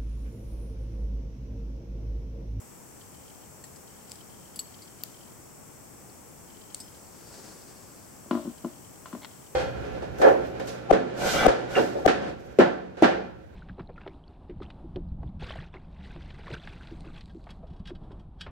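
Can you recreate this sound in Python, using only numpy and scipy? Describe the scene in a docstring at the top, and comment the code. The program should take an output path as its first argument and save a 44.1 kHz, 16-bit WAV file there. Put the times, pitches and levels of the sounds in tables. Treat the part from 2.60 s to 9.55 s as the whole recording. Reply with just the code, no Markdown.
"""First comes a quiet room with microphone hiss, and the faint stepping buzz of a camera's focus motor. Close
by, fingers turn a small metal part: the loose halves clink and snap together. A sleeve swishes forward and the
part is knocked down on a hollow plastic board, which rings. The part chatters as it bounces, is nudged twice
and scrapes to rest."""
import sys
import numpy as np
from scipy import signal
from scipy.fft import rfft, irfft
from scipy.io import wavfile

SR = 44100
rng = np.random.default_rng(int(sys.argv[2]) if len(sys.argv) > 2 else 0)


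def inscribe(sig):
    """Save sig as 16-bit PCM at rate SR to the path in sys.argv[1].

    A 1-D sig is mono; a 2-D sig holds one channel per row.
    Samples are clipped to [-1, 1] before scaling.
    """
    pcm = np.round(np.clip(np.atleast_2d(sig).T, -1, 1) * 32767)
    wavfile.write(sys.argv[1], SR, pcm.astype(np.int16))


N = 306477

# the board's natural tones: pitch_hz, level_db, ring_s (time to fade by 60 dB)
BOARD_TONES = [(236.5, 6.5, 0.11), (290.7, -3.5, 0.34), (342, -2, .17), (417, -11, 0.1),
               (569.5, -11.5, 0.2), (624, -9.5, 0.19), (660, -10, 0.13), (705, -11.5, 0.07),
               (860, -11.5, 0.068), (1028, -1, 0.054), (1113, -7, 0.043), (1236, -18, 0.091),
               (1340, -17, 0.12), (1390, -15, 0.11), (1840, -16, 0.022), (2140, -26, 0.047),
               (2910, -14.5, 0.081), (3290, -4, 0.01), (4190, -7, 0.019)]


def amp(db):
    """Turns decibels into a gain."""
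    return 10 ** (np.asarray(db) / 20)


def unit(x):
    """Scales a sound to an average (rms) level of 1."""
    return x / np.sqrt(np.mean(x ** 2) + 1e-20)


def read(points, hz):
    """Reads between a table's rows on a musical pitch scale."""
    f, value = np.transpose(points)
    return np.interp(np.log(hz + 1), np.log(f + 1), value)


def add(mix, start_s, sound):
    """Mixes a sound in at its start time."""
    part = mix[..., round(start_s * SR):][..., :sound.shape[-1]]
    part += sound[..., :part.shape[-1]]


def colour(x, gain):
    """Turns each frequency up or down by gain(hz)."""
    return irfft(rfft(x) * gain(np.fft.rfftfreq(x.shape[-1], 1 / SR)), x.shape[-1])


def cut(x, hz, kind, order=2):
    """Keeps the "low", "high" or "band" part of a sound."""
    return signal.sosfilt(signal.butter(order, hz, kind, fs=SR, output="sos"), x)


def band(x, low_hz, high_hz):
    """Gently fades what lies below low_hz and above high_hz."""
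    return cut(cut(x, low_hz, "high"), high_hz, "low")


def ring(hz, ring_s, t):
    """One fading tone."""
    return np.sin(2 * np.pi * hz * t) * 1000 ** (-t / ring_s)


def burst(fade_s, t):
    """Fading noise, different left and right."""
    return rng.standard_normal((2, len(t))) * 1000 ** (-t / fade_s)


def pan(left_db):
    """Two gains that make the left side louder by left_db."""
    return amp(np.array([[.5], [-.5]]) * left_db)


def background(rumble_db=-51, hiss_db=-55.1):
    """The room rumbles softly and the two microphones add their own hiss."""
    # the tone colour of each noise: pitch_hz, level_db
    rumble_shape = [(12, -56), (20, -8), (32, -23), (51, -8), (75, -3.5), (181, -3), (212, -3), (353, -6),
                    (413, -7), (513, -8.5), (601, -10), (823, -10.5), (2200, -24.5), (2860, -33.5),
                    (4840, -120)]
    hiss_shape = [(1500, -30), (2300, -16), (3400, -13.5), (3980, -19), (4300, -14), (4900, -13),
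                  (5500, -6.5), (6600, -6.5), (7700, 0), (8600, -3), (9200, -11), (10200, -9), (15800, -10)]
    # how alike the two sides are: pitch_hz, likeness (0 to 1)
    likeness = [(30, 0.22), (70, 0.24), (140, 0.3), (300, 0.12), (700, 0.057), (1500, 0.28), (3000, 0.2),
                (8000, 0.073), (15000, 0.03)]
    # how much louder the left side is: pitch_hz, left_db
    balance = [(60, -2.5), (110, 5), (200, 1.5), (380, 4), (700, 1), (1290, 6), (2380, 1), (4400, 5.5),
               (8120, 2), (15000, 2)]
    left, other = rng.standard_normal((2, N))
    shared = lambda f: read(likeness, f)
    right = colour(left, shared) + colour(other, lambda f: np.sqrt(1 - shared(f) ** 2))
    pair = np.array([left, right])
    layer = lambda shape: unit(colour(pair, lambda f: amp(read(shape, f)) * pan(read(balance, f))))
    hiss = layer(hiss_shape)
    return amp(rumble_db) * layer(rumble_shape) + amp(hiss_db) * hiss / np.std(hiss.mean(0))


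def focus_motor(steps_per_s=45, step_s=0.025, uneven_db=3.5, weak_db=-4):
    """The lens moves in short steps, every third one stronger, each a soft buzz in its housing."""
    # the motor's runs: start_s, end_s, level_db
    runs = [(0.403, .85, -60), (1.267, 2.72, -59.5), (3.871, 4.38, -58.5), (5.837, 6.36, -59.5),
            (6.702, 6.86, -61.5)]
    # where the housing rings: pitch_hz, width_hz, level_db
    peaks = [(3107, 300, 10.5), (4700, 1800, 2.5)]
    steps = np.zeros(N)
    for start_s, end_s, db in runs:
        for k, time_s in enumerate(np.arange(start_s, end_s, 1 / steps_per_s)):
            weak = k % 3 > 0
            step_db = db + weak * weak_db + uneven_db * rng.standard_normal()
            add(steps, time_s, amp(step_db) * np.hanning(round(step_s * SR)))
    housing = lambda f: sum(amp(db) / (1 + (2 * (f - hz) / width) ** 2) for hz, width, db in peaks)
    return steps * unit(colour(rng.standard_normal((2, N)), housing)) * pan(0.73)


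def swish(shape, peak_s, rise_db_per_s, fall_db_per_s, catch_db, catch_hz, likeness):
    """Soft surfaces rub in one swell of noise, catching unevenly."""
    since = np.arange(N) / SR - peak_s
    swell_db = np.minimum(rise_db_per_s * since, -fall_db_per_s * since)
    catching = unit(colour(rng.standard_normal(N), lambda f: np.exp(-(f / catch_hz) ** 2)))
    grain = likeness * rng.standard_normal(N) + (1 - likeness) * rng.standard_normal((2, N))
    rub = unit(colour(grain, lambda f: amp(read(shape, f))))
    return rub * amp(swell_db + catch_db * catching)


def fingertips(level_db=-60):
    """Skin creeps over the metal, loudest while it presses the halves together."""
    # the tone colour of rubbing skin: pitch_hz, level_db
    skin = [(120, 0), (300, 13), (600, 0), (1300, 0), (2400, -14), (3700, -14), (4600, 0), (7500, -3),
            (10000, -12), (15000, -18)]
    rub = swish(skin, peak_s=1.6, rise_db_per_s=14, fall_db_per_s=14,
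                catch_db=3, catch_hz=60, likeness=.55)
    return amp(level_db) * rub * pan(3)


def clinks(crack_s=0.088, bounce_s=0.001044, bounce_db=-5):
    """The halves touch twice in a flash and ring; the spot struck decides which tones stand out."""
    # the part's natural tones: pitch_hz, ring_s, rim_db, corner_db, face_db, pin_db
    metal_tones = [(2160, 0.26, -42, -35, -40, -6), (2880, 0.075, -16, -24, -35, -22),
                   (4190, 0.15, -30, -32, -27, -6), (4440, 0.058, 3, -20, -16, -10),
                   (4680, 0.1, -17, -13, -8, 1), (4940, 0.11, -24, -21, 1, -7),
                   (5170, 0.46, -38, -30, -2, -26), (7740, 0.1, 5, -8, 2, -6), (8190, .1, -24, -24, 4, -14),
                   (8670, 0.087, -28, -26, 0, -20), (10080, 0.05, -24, -1, -40, -27),
                   (10610, 0.08, -13, -27, -32, -20), (11435, 0.42, -18, -24, -33, -32),
                   (13050, 0.14, -21, -25, -19, -30), (13500, 0.13, -24, -14, -31, -26),
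                   (15000, .045, -18, -10, -26, -20)]
    # the names of those four spots, in the same order
    spots = ["rim", "corner", "face", "pin"]
    # the touches: start_s, level_db, spot, ring_factor, crack_db
    touches = [(1.039, -42, "rim", 0.8, -4), (1.160, -41, "face", 0.39, -8),
               (1.9594, -29.5, "corner", 1, -12), (1.992, -20.5, "rim", 0.78, -11.5),
               (2.221, -39, "pin", 1, -9), (4.2025, -29.5, "face", 0.7, -11)]
    out, t = np.zeros((2, N)), np.arange(SR // 3) / SR
    for start_s, db, spot, ring_factor, crack_db in touches:
        tone = sum(amp(spot_db[spots.index(spot)]) * ring(hz, ring_s * ring_factor, t)
                   for hz, ring_s, *spot_db in metal_tones)
        crack = amp(crack_db) * band(burst(crack_s, t), 3800, 10700)
        add(out, start_s, amp(db) * (tone / abs(tone).max() + crack))
        tick = band(burst(0.027, t), 7800, 6900)
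        add(out, start_s + bounce_s, amp(db + bounce_db) * tick)
    return cut(out, 2600, "high") * pan(4.3)  # the clinks keep little below 2.6 kHz


def snaps(low_ring_s=0.015, high_ring_s=0.0085, crack_db=-9, crack_s=0.011, after_s=0.45):
    """Pinched metal slips and stops dead: two very short tones, a crack and a faint after-ring."""
    # slips choked by the fingers: start_s, level_db, low_hz, high_hz, high_db, ring_factor, after_db
    slips = [(1.0407, -34, 1860, 7600, 12, 2.7, -18), (1.496, -38, 4800, 7800, 4, .7, -14),
             (1.513, -38, 4700, 7800, -6, .8, -19), (1.518, -24, 5230, 7700, 4, 0.59, -29),
             (1.556, -40, 4940, 7800, 6, 1.5, -16), (2.4364, -14.5, 4800, 14100, 10.5, 0.32, -33),
             (3.498, -49, 4470, 7800, -10, 1.5, -25), (4.1456, -21.5, 4400, 8400, 9, 0.83, -26),
             (4.147, -23.5, 4130, 7540, 29, 0.58, -30)]
    out, t = np.zeros((2, N)), np.arange(SR // 6) / SR
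    for start_s, db, low_hz, high_hz, high_db, ring_factor, after_db in slips:
        tone = ring(low_hz, low_ring_s * ring_factor, t)
        tone += amp(high_db) * ring(high_hz, high_ring_s * ring_factor, t)
        crack = amp(crack_db) * band(burst(crack_s, t), 4000, 12000)
        after_ring = amp(after_db) * band(burst(after_s, t), 3200, 10600)
        add(out, start_s, amp(db) * (tone / abs(tone).max() + crack + after_ring))
    return cut(out, 2000, "high") * pan(3.7)


def sleeve(level_db=-51):
    """Cloth rubs on cloth as the arm reaches out, loudest when the arm is fastest."""
    # the tone colour of rubbing cloth: pitch_hz, level_db
    cloth = [(150, -3), (400, 6.5), (850, -1), (1400, -1.5), (2300, -9.5), (3800, -9.5), (4700, -0.5),
             (6800, -4.5), (8200, -5), (15000, -32)]
    rub = swish(cloth, peak_s=4.76, rise_db_per_s=31, fall_db_per_s=16.5,
                catch_db=-1.5, catch_hz=25, likeness=0.53)
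    return amp(level_db) * rub * pan(2.9)


def bounces(chatter_s, swing_s=.00418, uneven_s=0.00043,
            drop_db=-7.5, fade_db_per_s=-25, uneven_db=6.9, soften=0.59):
    """The board throws the part back; it lands two or three swings later, duller and mostly weaker."""
    swings = rng.permuted(np.tile([2, 3], (6, 1)), axis=1).ravel()
    delays = np.cumsum(swing_s * swings + uneven_s * rng.standard_normal(len(swings)))
    levels = drop_db + fade_db_per_s * delays + uneven_db * rng.standard_normal(len(delays))
    first_blow = (0.00094, 0, 1)  # delay_s, level_db, treble_factor
    return [first_blow] + [(delay, db, soften) for delay, db in zip(delays, levels) if delay < chatter_s]


def knocks(clatter_db=-12, clatter_s=0.29, crack_db=-1, crack_s=0.024,
           rattle_hz=5400, buzz_db=-20, buzz_s=0.72):
    """Each blow and bounce makes the board ring; soft blows lack treble, light ones lack bass."""
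    # blows on the board: start_s, level_db, treble_cut_hz, bass_cut_hz, ring_factor, chatter_s
    blows = [(5.659, -45, 815, 300, 0.52, 0), (5.7099, -22.5, 2220, 192, 0.74, .058),
             (5.7737, -33, 1290, 330, 0.99, .024), (5.847, -35.5, 280, 100, 0.51, 0),
             (5.8543, -34, 560, 160, 0.37, .055), (6.039, -33, 224, 100, 0.31, 0),
             (6.046, -28.5, 970, 148, 0.65, .014), (6.457, -30.5, 1800, 1540, 1.3, .014),
             (6.528, -34.5, 1640, 1120, 1, 0), (6.5322, -32, 290, 100, 0.87, .014),
             (6.5492, -33.5, 1130, 250, 0.63, 0), (6.62, -47, 980, 800, 0.32, 0),
             (6.6459, -26, 4170, 2980, 0.11, 0), (6.652, -39, 5000, 1400, 0.15, 0)]
    out, t = np.zeros((2, N)), np.arange(SR // 2) / SR
    for start_s, db, treble_cut_hz, bass_cut_hz, ring_factor, chatter_s in blows:
        tone = sum(amp(tone_db) * ring(hz, ring_s * ring_factor, t)
                   for hz, tone_db, ring_s in BOARD_TONES)
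        for delay_s, drop_db, treble_factor in bounces(chatter_s):
            top_hz = treble_cut_hz * treble_factor
            # noise stands for the board's many weak higher tones
            clatter = amp(clatter_db) * burst(clatter_s * ring_factor, t)
            crack = amp(crack_db) * burst(crack_s, t)
            blow = band(tone + band(clatter + crack, 650, rattle_hz), bass_cut_hz, top_hz)
            # the metal buzzes against the plastic, more after a hard blow
            hardness = min(top_hz / 2000, 1)
            buzz = amp(buzz_db) * hardness * band(burst(buzz_s * ring_factor, t), 2100, rattle_hz)
            add(out, start_s + delay_s, amp(db + drop_db) * (blow + buzz))
    # a small plastic board gives off little bass and muffles the top
    return cut(out, [195, 6200], "band", order=4) * pan(4.1)


def scrape(start_s=6.617, end_s=6.659, edge_s=0.0024,
           start_db=-51, growth_db_per_s=90, slips_per_s=1400, ring_factor=0.24):
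    """Pushed ever harder until it catches, the metal crosses the rough plastic in tiny slips."""
    # how strongly the sliding edge shakes the board: pitch_hz, level_db
    contact = [(250, -37.5), (650, -22), (860, -1.5), (1020, -14), (1400, -23), (2130, 4), (2700, -6),
               (3350, 0), (4300, -3), (6500, -20)]
    t, since = np.arange(SR // 10) / SR, np.arange(N) / SR - start_s
    slips = rng.standard_normal(N) * (rng.random(N) < slips_per_s / SR)
    board = sum(amp(db) * ring(hz, ring_s * ring_factor, t) for hz, db, ring_s in BOARD_TONES)
    rub = colour(signal.oaconvolve(slips, board)[:N], lambda f: amp(read(contact, f)))
    length_s = end_s - start_s
    moving = np.clip(np.minimum(since, length_s - since) / edge_s, 0, 1)
    pressing = amp(start_db + growth_db_per_s * np.clip(since, 0, length_s))
    return unit(rub) * moving * pressing * pan(1.9)


def room_echo(x, delay_s=0.00076):
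    """A small furnished room adds a smooth echo whose bass and top die first."""
    # how long the echo lasts: pitch_hz, fade_s
    fade_times = [(200, 0.21), (1000, 0.7), (4000, 0.72), (12000, 0.36)]
    hz, t, noise = signal.stft(rng.standard_normal((2, SR // 2)), SR, nperseg=256)
    fading = amp(-60 * t / read(fade_times, hz)[:, None])
    tail = signal.istft(noise * fading, SR)[1]
    tail[:, :round(delay_s * SR)] = 0
    tail /= np.linalg.norm(tail[0])
    return signal.fftconvolve(x.mean(0)[None], tail, axes=1)[:, :N] * pan(2.7)


def scene(near_echo_db=-17, board_echo_db=-12):
    """The fingers are close, with little echo; the board, an arm's length away, has more."""
    near = clinks() + snaps()
    board = knocks() + scrape()
    echo = room_echo(amp(near_echo_db) * near + amp(board_echo_db) * board)
    return near + board + echo + sleeve() + focus_motor() + background()


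def record(dry, top_hz=15900):
    """Removes the very highest treble."""
    treble_cut = signal.firwin(511, top_hz, window=("kaiser", 9), fs=SR)
    return signal.oaconvolve(dry, treble_cut[None], "same")


dry = scene()
out = record(dry)
inscribe(out)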